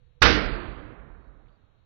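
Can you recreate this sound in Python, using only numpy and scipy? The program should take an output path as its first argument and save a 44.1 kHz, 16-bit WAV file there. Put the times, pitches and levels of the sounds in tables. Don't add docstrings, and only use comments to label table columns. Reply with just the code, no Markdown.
import sys
import numpy as np
from scipy import signal
from scipy.fft import rfft, irfft, next_fast_len
from scipy.io import wavfile
from scipy.ndimage import uniform_filter1d, minimum_filter1d

SR = 44100
rng = np.random.default_rng(int(sys.argv[2]) if len(sys.argv) > 2 else 0)


def persist_wave(psi):
    counts = np.round(np.clip(psi, -1, 1) * 32767).astype(np.int16)
    wavfile.write(sys.argv[1], SR, np.atleast_2d(counts).T)


def attenuation_scalar(level_db):
    decades = np.asarray(level_db, float) / 20
    return 10 ** decades


N = 81585

BANG_S, PUSH_S, PUSH_DB = 0.2174, 0.0024, -7.5

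# (time [s], peak level [dB])
ECHOES = [(0.2209, -1.5), (0.2234, 1), (0.228, 4), (.2287, -0.5), (0.2315, 2), (.2378, -2.5), (.2510, -4),
          (0.2577, 0), (.2598, -3), (0.2633, 1), (0.2698, -3.5), (0.2723, -4.5)]
# (frequency [Hz], level [dB], T60 [s])
BOX_MODES = [(61.3, -9.5, .4), (100.2, -17.5, .5), (187.7, -23.5, .6), (282, -17, 0.23),
             (497.7, -22.5, 0.67), (1098, -19, .35), (1314, -17, 0.13), (1435, -12.5, .3),
             (1653, -19, 0.17), (2099, -19.5, .25)]
# (time [s], level [dB], frequency [Hz])
SWELLS = [
    (.23, -17, 458.4),
    (.29, -13.5, 304.8),
    (0.319, -18, 201.6),
    (0.551, -27, 354.1),
    (0.561, -30, 308.4),
    (0.819, -35, 304.4),
    (1.029, -39, 135.7),
    (1.33, -54.5, 303.4),
]
# (time [s], level [dB], frequency [Hz])
BOOMS = [(0.233, -18.5, 37.7), (0.329, -11, 57.9), (0.439, -14.5, 38.1), (0.518, -15.5, 42),
         (0.682, -21.5, 48), (0.759, -33, 36.9), (0.832, -31, 39.8), (0.979, -30, 51.01),
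         (1.101, -29.5, 39.3), (1.181, -37, 54.09), (1.268, -32.5, 45.5), (1.351, -37.5, 36.6),
         (1.438, -39.5, 40.4)]
# (frequency [Hz], density [dB per Hz])
NEAR_SPECTRUM = [(76, -37.5), (130, -17.5), (390, -7.5), (459, -7), (997, -12.5), (1080, -12), (1400, -5.5),
                 (4790, -12), (6200, -19.5), (8060, -54), (13600, -120)]
# (frequency [Hz], T60 [s])
NEAR_T60 = [(100, .7), (300, 0.91), (600, 0.78), (1500, 0.76), (3000, 0.47), (6000, .4)]
# (frequency [Hz], density [dB per Hz])
FAR_SPECTRUM = [(35, -31.5), (60, 0), (170, -5.5), (400, -10.5), (900, -18), (1400, -15.5), (2400, -21),
                (4800, -33.5), (6200, -49.5), (8000, -120)]
# (frequency [Hz], T60 [s])
FAR_T60 = [(60, 2.2), (150, 1.9), (450, 2.18), (1200, 2.2), (2500, 1.32), (4500, .85)]
# (time [s], level [dB], frequency [Hz])
TICKS = [
    (1.458, -57, 2010),
    (1.461, -59, 2510),
    (1.462, -64, 3410),
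    (1.470, -52, 2200),
    (1.484, -57, 3450),
    (1.485, -61, 2880),
    (1.488, -61, 3008),
    (1.494, -60, 3120),
]
# (frequency [Hz], density [dB per Hz])
AIR_SPECTRUM = [(15, -5), (30, 2.5), (70, -1.5), (105, -2), (170, -11), (250, -31.5), (450, -27),
                (1000, -48), (2000, -68)]
# (frequency [Hz], density [dB per Hz])
HISS_SPECTRUM = [(20, 11.5), (200, 4.5), (1000, 1), (4200, -3.5)]
# (lower edge [Hz], treble level needed [dB])
TOP_BANDS = [(4300, -65.5), (4750, -47.5), (5050, -40), (5900, -33)]
# (frequency [Hz], density [dB per Hz])
FIZZ_SPECTRUM = [(4400, -38.5), (5000, -1.5), (6800, 1), (7600, -30.5)]
# (frequency [Hz], density [dB per Hz])
SKIRT_SPECTRUM = [(6200, -39.5), (6500, 1), (8200, -7.5), (8800, -38.5)]


def unit(x):
    return x / np.sqrt(np.mean(x ** 2) + 1e-20)


def along(points, hz):
    f, v = np.transpose(points)
    return np.interp(np.log(hz + 1), np.log(f + 1), v)


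def since(s):
    return np.maximum(np.arange(N) / SR - s, 0)


def filtered(x, response):
    m = next_fast_len(N + 8192)
    hz = np.fft.rfftfreq(m, 1 / SR)
    return irfft(rfft(x, m) * response(hz), m)[..., :N]


def noise(spectrum, channels=1):
    white = rng.standard_normal((channels, N))
    return unit(filtered(white, lambda hz: attenuation_scalar(along(spectrum, hz))))


def narrow(centre_hz, width_hz):
    white = rng.standard_normal(N)
    return unit(filtered(white, lambda hz: 1 / (1 + ((hz - centre_hz) / width_hz) ** 2)))


def ring(s, db, hz, t60, rise):
    t = since(s)
    decay = attenuation_scalar(db - 60 * t / t60)
    return decay * (1 - np.exp(-t / rise)) * np.sin(2 * np.pi * hz * t)


def blast():
    u = since(BANG_S) / PUSH_S
    x = attenuation_scalar(PUSH_DB) * np.e * u * (1 - u / 2) * np.exp(-u)
    for s, db in ECHOES:
        hz = 1500 * np.exp(0.15 * rng.standard_normal())
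        rng.standard_normal()
        x = x + ring(s - 0.0002, db + 4, hz, t60=0.003, rise=0.0001)
    return x


def tail(spectrum, t60s, db, at_s, rise, patchy_db):
    hz, t, z = signal.stft(noise(spectrum)[0], SR, nperseg=512)
    patches = uniform_filter1d(rng.standard_normal(z.shape), size=4, axis=0)
    patches = unit(uniform_filter1d(patches, size=8, axis=1))
    fall_db = -60 * (np.maximum(t, BANG_S) - at_s) / along(t60s, hz)[:, None]
    x = signal.istft(z * attenuation_scalar(db + fall_db + patchy_db * patches), SR, nperseg=512)[1][:N]
    return x * (1 - np.exp(-(since(BANG_S) / rise) ** 2))


def room():
    x = tail(NEAR_SPECTRUM, NEAR_T60, db=-8.5, at_s=BANG_S, rise=0.003, patchy_db=1.3)
    x = x + tail(FAR_SPECTRUM, FAR_T60, db=-33.5, at_s=0.6, rise=0.029, patchy_db=0.74)
    for hz, db, t60 in BOX_MODES:
        x = x + ring(BANG_S + 0.006 * rng.random(), db, hz, t60, rise=0.01)
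    for s, db, hz in SWELLS:
        x = x + ring(s, db, hz, t60=0.41, rise=0.027)
    for s, db, hz in BOOMS:
        x = x + ring(s, db, hz, t60=0.23, rise=0.011)
    return x


def embers():
    return sum(ring(s, db, hz, t60=0.0069, rise=0.000194) for s, db, hz in TICKS)


def background():
    after = since(BANG_S) > 0
    ventilation = attenuation_scalar(-55 - 3 * after) * noise(AIR_SPECTRUM)[0]
    charger = attenuation_scalar(-69) * narrow(centre_hz=490, width_hz=12) * ~after
    return ventilation + charger


def limited(x):
    need = np.minimum(1, 0.8 / (np.abs(x) + 1e-9))
    return x * uniform_filter1d(minimum_filter1d(need, size=160), size=80)


def leakage(mic, loud):
    knee = 0.36
    bright = filtered(mic, lambda hz: hz / (hz + 800) * (hz < 4350))
    return attenuation_scalar(-36.5) * bright * loud ** 3 / (loud ** 3 + knee ** 3)


def lead_in():
    length_s = 0.012
    swell = np.clip(since(BANG_S - length_s) / length_s, 0, 1)
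    return attenuation_scalar(-50.5) * rng.standard_normal(N) * swell * (since(BANG_S + length_s) == 0)


def preamplifier():
    hiss = attenuation_scalar(-73.5) * noise(HISS_SPECTRUM + [(4600, 2), (8000, -26.5)], channels=2)
    drift = np.cumsum(0.01 * rng.standard_normal(N))
    whine = attenuation_scalar(-87.5) * np.sin(2 * np.pi * 3840 * np.arange(N) / SR + drift)
    return (hiss + whine) * attenuation_scalar([[0], [-5]])


def fade_top_bands(x):
    hz, t, z = signal.stft(x, SR, nperseg=1024)
    treble = 4 / 3 * np.sum(np.abs(z[:, (hz > 2500) & (hz < 6000)]) ** 2, axis=1)
    treble_db = 10 * np.log10(np.abs(uniform_filter1d(treble, size=3, axis=1)) + 1e-20)
    keep = np.ones(z.shape) / (1 + (hz[:, None] / 6200) ** 160)
    wander = 110 * np.repeat(rng.standard_normal((2, 1, len(t))), 8, axis=2)[..., :len(t)]
    for from_hz, need_db in TOP_BANDS:
        is_open = np.clip(treble_db - need_db, 0, 1)[:, None]
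        below = hz[:, None] < from_hz + wander * (from_hz < 4500)
        keep = keep * np.maximum(is_open, below)
    return signal.istft(z * keep, SR, nperseg=1024)[1][:, :N]


def overload(x):
    hardness = 13
    return x / (1 + np.abs(x) ** hardness) ** (1 / hardness)


def scene():
    mic = blast() + limited(room()) + embers() + background()
    return np.array([0 * mic, mic])


def band_limit(x):
    return signal.sosfilt(signal.butter(12, 15800, fs=SR, output="sos"), x)


def record(dry):
    loud = uniform_filter1d(np.abs(dry[1]), size=400)
    x = fade_top_bands(dry + [leakage(dry[1], loud), lead_in()] + preamplifier())
    x = filtered(overload(x), lambda hz: hz < 15800)
    x = x + attenuation_scalar(-98.5) * noise(FIZZ_SPECTRUM, channels=2) * [[1], [0.3]]
    skirt_gain = np.clip(loud / 0.36, 0, 1) ** 3
    x = x + attenuation_scalar(-53) * noise(SKIRT_SPECTRUM) * [0 * loud, skirt_gain]
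    return band_limit(x)


dry = scene()
out = record(dry)
persist_wave(out)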